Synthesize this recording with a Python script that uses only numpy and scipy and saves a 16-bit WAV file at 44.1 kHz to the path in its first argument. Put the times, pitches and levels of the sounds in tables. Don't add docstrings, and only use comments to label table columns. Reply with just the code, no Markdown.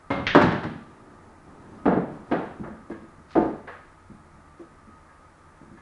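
import sys
import numpy as np
from scipy import signal
from scipy.fft import rfft, irfft, next_fast_len
from scipy.io import wavfile
from scipy.ndimage import map_coordinates

SR = 44100
rng = np.random.default_rng(int(sys.argv[2]) if len(sys.argv) > 2 else 0)


def wrap_up_sound(samples):
    columns = np.atleast_2d(samples).T
    tamed = np.clip(columns, -1, 1)
    steps = np.round(tamed * 32767).astype(np.int16)
    wavfile.write(sys.argv[1], SR, steps)


N = 256220
TIME = np.arange(N) / SR

# start_s, level_db, bass_db (below 300 Hz), treble_db (above 1500 Hz), ring_db (over the push)
CUE_BLOWS = [(.1036, -23, -7, -0.5, -2.5), (.174, -27.5, 4, -16, -2.5)]
# freq_hz, density_db (per Hz)
CUE_PUSH_SPECTRUM = [(30, -22), (70, -1), (150, 6.5), (400, -3), (1300, -5.5), (2000, -16), (3800, -23.5),
                     (5000, -37), (7500, -47), (10500, -48.5)]
# freq_hz, level_db, t60_s
SHAFT_MODES = [(276.4, 8, 0.32), (553, 1.5, 0.47), (750, -7.5, 0.53), (965, -4, 0.32), (1383, -3.5, 0.44),
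               (1585, -5.5, 0.2), (2110, -4, 0.65), (2148, -6.5, 0.39), (2850, -16.5, 0.33),
               (3321, -31, 0.28), (3700, -20, 0.48)]


def cue_strike():
    return blows(CUE_BLOWS, CUE_PUSH_SPECTRUM, SHAFT_MODES, near_db=6, hall_db=11.5)


# start_s, level_db, bass_db, treble_db, ring_db
CLACK_BLOWS = [(.2677, -23.3, 0.0082, 0.0054, -9.5)]
# freq_hz, density_db (per Hz)
CLACK_PUSH_SPECTRUM = [(100, -4.5), (700, -10.5), (1200, -10.5), (1750, 2.5), (2500, -4.5), (3400, -5.5),
                       (4500, -17), (6200, -25.5), (8000, -57), (11000, -76)]
# freq_hz, level_db, t60_s
BALL_MODES = [(1662, -6.5, 0.072), (2350, 5.5, 0.036), (2640, 4, 0.042), (3280, 0.5, 0.033)]


def ball_clack():
    return blows(CLACK_BLOWS, CLACK_PUSH_SPECTRUM, BALL_MODES, near_db=-2.5, hall_db=2.5)


# start_s, rim_level_db, rim_treble_db, thump_lag_s, thump_level_db, thump_bass_db
POCKET_KNOCKS = [(.349, -12, -5, .0105, -14, 5.5), (0.4147, -23.5, 9, .023, -18.5, 20),
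                 (.518, -28.5, -2.5, 0.038, -31.5, 31), (.634, -35, 4.5, .016, -29, 14.5)]
# freq_hz, density_db (per Hz)
POCKET_PUSH_SPECTRUM = [(30, -34), (70, -12), (105, -5.5), (150, 0.5), (250, 3.5), (350, 5.5), (480, -2),
                        (700, 0), (1000, -3.5), (1450, -3.5), (1800, -5.5), (2200, -14.5), (3800, -23.5),
                        (6000, -36), (10500, -52.5)]
# freq_hz, level_db, t60_s
LINER_MODES = [(166.3, -6.5, 0.69), (230, -8.5, 0.99), (288, 3, 0.15), (320, 2, 0.33), (592.3, 3.5, 0.36),
               (717, -1, 0.098), (816, -2, 0.44), (883, -4, 0.54), (1086, -2.5, 0.64), (1187, -7.5, 0.88),
               (1345, 4.5, 0.1), (1583, -11, 0.45), (1694, -4.5, 0.63), (1780, -14.5, 0.39)]
RIM_BASS_DB, RIM_RING_DB = -8, -5
THUMP_TREBLE_DB, THUMP_RING_DB = -19, -6


def pocket_rattle():
    rows = []
    for start_s, rim_db, rim_treble_db, lag_s, thump_db, thump_bass_db in POCKET_KNOCKS:
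        rows.append((start_s, rim_db, RIM_BASS_DB, rim_treble_db, RIM_RING_DB))
        rows.append((start_s + lag_s, thump_db, thump_bass_db, THUMP_TREBLE_DB, THUMP_RING_DB))
    return blows(rows, POCKET_PUSH_SPECTRUM, LINER_MODES, near_db=2.5, hall_db=4)


# start_s, end_s, start_level_db, growth_db_per_s (speeding up or slowing)
BALL_RUNS = [(.7, 1.136, -55, 11.5), (1.1, 1.4, -52, -6), (1.47, 1.873, -49, 6), (2.13, 2.323, -47, 17),
             (2.4, 3.35, -48.5, -14.5)]
# freq_hz, density_db (per Hz)
RUMBLE_SPECTRUM = [(40, -8.5), (110, 3.5), (170, 0.5), (230, 1), (320, 4), (500, -7.5), (950, -6),
                   (2000, -24), (5000, -82.5), (11000, -76.5)]
# freq_hz, width_hz, level_db
CHANNEL_PEAKS = [(162, 14, -11), (217, 26, 3), (322, 24, -1.5)]
RUN_FADE_S = .09


def rolling_ball():
    rumble = noise(RUMBLE_SPECTRUM) + amp(-4.5) * resonant(CHANNEL_PEAKS)
    levels = []
    for start_s, end_s, start_db, growth_db_per_s in BALL_RUNS:
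        rolled_s = np.clip(TIME, start_s, end_s) - start_s
        speed_gain = amp(start_db + growth_db_per_s * rolled_s)
        levels.append(stroke(start_s, end_s, RUN_FADE_S, RUN_FADE_S) * speed_gain)
    return np.max(levels, axis=0) * unit(rumble * amp(1.7 * wobble(14.2)))


# start_s, level_db, bass_db, treble_db, ring_db, landing_lag_s,
# landing_db (over strike), bounce_db (over landing), scattered_db (over direct)
CHANNEL_DROPS = [(1.8561, -19, -5, -0.5, -14.5, .0205, 1.2, -5, 6),
                 (2.3134, -22, -9, 7.5, -5, .0195, -2.6, -25, 10),
                 (3.3533, -19.5, -10.5, -2.5, 2, .015, 3, -13, 9.5)]
# freq_hz, density_db (per Hz)
RETURN_PUSH_SPECTRUM = [(30, -32.5), (75, -12.5), (110, -17.5), (140, -3), (215, 4), (350, -0.5),
                        (480, -1.5), (750, -4), (1000, -13), (1650, -18), (2400, -32), (4000, -45),
                        (7000, -67.5), (11000, -77.5)]
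# freq_hz, level_db, t60_s
CABINET_MODES = [(67, -15.5, 0.4), (224, -7, 0.31), (298, 4.5, 0.29), (322.8, 7, 0.24), (352, 1, 0.18),
                 (380.5, -1, 0.35), (428, 0, 0.51), (588, -18, 0.56), (720, -4.5, 0.4), (882, -11.5, 0.56),
                 (1216, -18.5, 0.63)]
LANDING_BASS_DB, LANDING_TREBLE_DB = 5.5, -7
BOUNCE_S, BOUNCE_SHRINK = .046, .95
BOUNCE_BASS_STEP_DB = 12


def channel_drops(bounces=2):
    out = np.zeros(N)
    bounce_times_s = np.cumsum(BOUNCE_S * BOUNCE_SHRINK ** np.arange(bounces))
    for (start_s, strike_db, bass_db, treble_db, ring_db, lag_s,
         landing_db, bounce_db, scattered_db) in CHANNEL_DROPS:
        landing_s, landed_db = start_s + lag_s, strike_db + landing_db
        dull_db = treble_db + LANDING_TREBLE_DB
        rows = [(start_s, strike_db, bass_db, treble_db, ring_db),
                (landing_s, landed_db, bass_db + LANDING_BASS_DB, dull_db, ring_db)]
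        for k, after_s in enumerate(bounce_times_s):
            bounce_bass_db = bass_db + BOUNCE_BASS_STEP_DB * k
            rows.append((landing_s + after_s, landed_db + bounce_db, bounce_bass_db, dull_db, ring_db))
        out += blows(rows, RETURN_PUSH_SPECTRUM, CABINET_MODES,
                     near_db=scattered_db, hall_db=scattered_db + 1.2)
    return out


# start_s, level_db, weight_db (bass below 300 Hz)
SOFT_CONTACTS = [(2.596, -35.5, 9), (2.66, -39.5, 4), (2.899, -35.5, -12.5), (3.02, -48, -9),
                 (3.184, -55.5, 5), (4.099, -45.5, 15.5), (4.333, -54.5, 60), (4.594, -43.5, -22.5),
                 (4.872, -53, 9), (5.614, -49, 5.5), (5.714, -46, 7.5)]
# freq_hz, density_db (per Hz)
SOFT_PUSH_SPECTRUM = [(30, -17.5), (80, -5.5), (115, -10), (220, 5.5), (340, -8.5), (450, -8.5),
                      (700, -17.5), (1200, -27.5), (3000, -42), (9000, -53)]
# freq_hz, level_db, t60_s
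BOARD_MODES = [(224.7, -6.5, 0.95), (331.5, 18, 0.19), (460, -25, 0.84)]
SECOND_LAG_S, SECOND_DB, SOFT_TREBLE_DB = 0.01421, -1.5, -3.5
BOARD_RING_DB, BOARD_DAMPING = -6, 0.59


def footfalls_and_knocks():
    rows = []
    for start_s, first_db, weight_db in SOFT_CONTACTS:
        ring_db = BOARD_RING_DB - BOARD_DAMPING * weight_db
        rows.append((start_s, first_db, weight_db, SOFT_TREBLE_DB, ring_db))
        rows.append((start_s + SECOND_LAG_S, first_db + SECOND_DB, weight_db, SOFT_TREBLE_DB, ring_db))
    return blows(rows, SOFT_PUSH_SPECTRUM, BOARD_MODES, near_db=1.5, hall_db=1, attack_s=0.0032)


# start_s, level_db, treble_db, ring_db
CUE_TAPS = [(2.634, -39, -25, -31), (2.912, -47.5, 2, 4), (3.673, -38, -7, -7), (5.089, -56, -9, 2),
            (5.771, -52.5, -1, 3)]
# freq_hz, density_db (per Hz)
TAP_PUSH_SPECTRUM = [(60, -21), (300, -6), (500, -0.5), (900, -3), (1700, 1.5), (2400, -9.5), (4500, -24.5),
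                     (7000, -44.5), (11000, -37.5)]
# freq_hz, level_db, t60_s
WOOD_MODES = [(944, 2, 0.6), (1097, 5, 0.45), (1105, 3, 0.35), (1627, 7.1, 0.53), (1720, 9, 0.3),
              (2090, 1.5, 0.26)]
TAP_BASS_DB = -1.5


def cue_taps():
    rows = [(start_s, level_db, TAP_BASS_DB, treble_db, ring_db)
            for start_s, level_db, treble_db, ring_db in CUE_TAPS]
    return blows(rows, TAP_PUSH_SPECTRUM, WOOD_MODES, near_db=6, hall_db=13.5)


# freq_hz, density_db (per Hz)
RUB_SPECTRUM = [(300, -17.5), (1500, 3.5), (3200, -5.5), (4200, -3.5), (5200, -10.5), (6500, -16),
                (10000, -31)]
SLIDE_S, SLIDE_HOLD_S, SLIDE_DB = 3.305, 0.069, -53.5
SLIDE_ATTACK_S, SLIDE_RELEASE_S = 0.028, 0.23


def cue_slide():
    level = amp(SLIDE_DB) * stroke(SLIDE_S, SLIDE_S + SLIDE_HOLD_S, SLIDE_ATTACK_S, SLIDE_RELEASE_S)
    return level * unit(noise(RUB_SPECTRUM) * amp(2.8 * wobble(290)))


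# freq_hz, density_db (per Hz)
AIR_SPECTRUM = [(12, -42.5), (20, -3), (59, -10), (92, 1.5), (117, -27), (149, -3), (174, -14.5),
                (320, -10.5), (346, -11), (416, -17), (688, -15.5), (745, -16.5), (1230, -15.5),
                (1900, -21), (2940, -36.5), (11000, -39), (14300, -62.5), (22000, -120)]


def still_air(level_db=-53.5):
    return amp(level_db) * noise(AIR_SPECTRUM)


# freq_hz, width_hz, level_db
FAN_PEAKS = [(88, 8.3, -1.5), (352, 6.7, -12.5), (888, 32, -3), (1182, 8, 5.5), (1259, 6.7, 8.5)]


def distant_fan(level_db=-59.0):
    return amp(level_db) * resonant(FAN_PEAKS)


# delay_s (before 10 % jitter), level_db
FIRST_ECHOES = [(.0009, 4.5), (.0062, -8.5), (.0086, 2.5), (.0094, -11.5), (0.0174, -13.5)]
# freq_hz, t60_s
ROOM_DECAY = [(80, 0.64), (250, 0.5), (500, 0.49), (1500, 0.61), (4000, 0.71), (10000, 0.3)]


def room(near_db, hall_db, near_t60_s=0.075, build_s=0.0028):
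    t = np.arange(SR) / SR
    first = np.zeros(SR)
    first[0] = 1
    for delay_s, level_db in FIRST_ECHOES:
        first[round(delay_s * SR * rng.uniform(.9, 1.1))] += amp(level_db)
    sparse = rng.standard_normal(SR) ** 3
    near = sparse * amp(-60 * t / near_t60_s) * (1 - np.exp(-t / build_s))
    hz, frame_s, bins = signal.stft(rng.standard_normal(SR), SR, nperseg=256)
    decay = amp(-60 * frame_s / along(ROOM_DECAY, hz)[:, None])
    hall = signal.istft(bins * decay, SR, nperseg=256)[1][:SR]
    hall = hall * (1 - np.exp(-t / (2 * build_s)))
    return unit(first) + amp(near_db) * unit(near) + amp(hall_db) * unit(hall)


def contact(hz, bass_db, treble_db):
    bass = bass_db / (1 + (hz / 300) ** 3)
    treble = treble_db / (1 + (1500 / (hz + 1)) ** 3)
    return amp(bass + treble)


def blows(rows, push, modes, near_db, hall_db, scatter_db=3.0, attack_s=0.00057):
    out, t, hz = np.zeros(N + SR), np.arange(SR) / SR, np.arange(SR // 2 + 1)
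    body = amp(along(push, hz))
    for start_s, level_db, bass_db, treble_db, ring_db in rows:
        push_pulse = pulse(body * contact(hz, bass_db, treble_db))
        thud = signal.fftconvolve(push_pulse, room(near_db, hall_db))[:SR]
        ring = np.zeros(SR)
        for k, (freq_hz, mode_db, t60_s) in enumerate(modes):
            decay = amp(mode_db + scatter_db * rng.standard_normal() - 60 * t / t60_s)
            gain = contact(freq_hz, bass_db, treble_db) * (-1) ** k
            ring += decay * gain * np.sin(2 * np.pi * freq_hz * t)
        ring *= 1 - np.exp(-t / attack_s)
        sound = unit(unit(thud) + amp(ring_db) * unit(ring))
        out[round(start_s * SR):][:SR] += amp(level_db) * sound / np.sqrt(20)
    return out[:N]


def pulse(gain):
    cepstrum = irfft(np.log(np.maximum(gain, 1e-6)))
    half = len(cepstrum) // 2
    cepstrum[1:half] *= 2
    cepstrum[half + 1:] = 0
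    return irfft(np.exp(rfft(cepstrum)))


def stroke(start_s, end_s, attack_s, release_s):
    before = np.maximum(start_s - TIME, 0) / attack_s
    after = np.maximum(TIME - end_s, 0) / release_s
    return amp(-20 * (before + after))


def wobble(rate_hz):
    knots = rng.standard_normal(int(N * rate_hz / SR) + 4)
    return map_coordinates(knots, [TIME * rate_hz])


def noise(spectrum):
    return unit(filtered(rng.standard_normal(N), lambda hz: amp(along(spectrum, hz))))


def resonant(peaks):
    def response(hz):
        return sum(amp(level_db) * 1j * hz * width_hz / (freq_hz ** 2 - hz ** 2 + 1j * hz * width_hz)
                   for freq_hz, width_hz, level_db in peaks)
    return unit(filtered(rng.standard_normal(N), response))


def filtered(x, response):
    m = next_fast_len(N + SR // 2)
    return irfft(rfft(x, m) * response(np.fft.rfftfreq(m, 1 / SR)), m)[:N]


def along(points, hz):
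    freq_hz, values = np.transpose(points)
    return np.interp(np.log(hz + 1), np.log(freq_hz + 1), values)


def amp(db):
    return 10 ** (np.asarray(db) / 20)


def unit(x):
    return x / np.sqrt(np.mean(x ** 2) + 1e-20)


def scene():
    shot = cue_strike() + ball_clack() + pocket_rattle()
    ball_return = rolling_ball() + channel_drops()
    player = footfalls_and_knocks() + cue_taps() + cue_slide()
    background = still_air() + distant_fan()
    return (shot + ball_return + player + background)[None]


def record(dry, top=1.8, band_limit_hz=10900):
    rounded = dry[0] / (1 + np.abs(dry[0] / top) ** 6) ** (1 / 6)
    return filtered(rounded, lambda hz: 1 / np.sqrt(1 + (hz / band_limit_hz) ** 320))[None]


dry = scene()
out = record(dry)
wrap_up_sound(out)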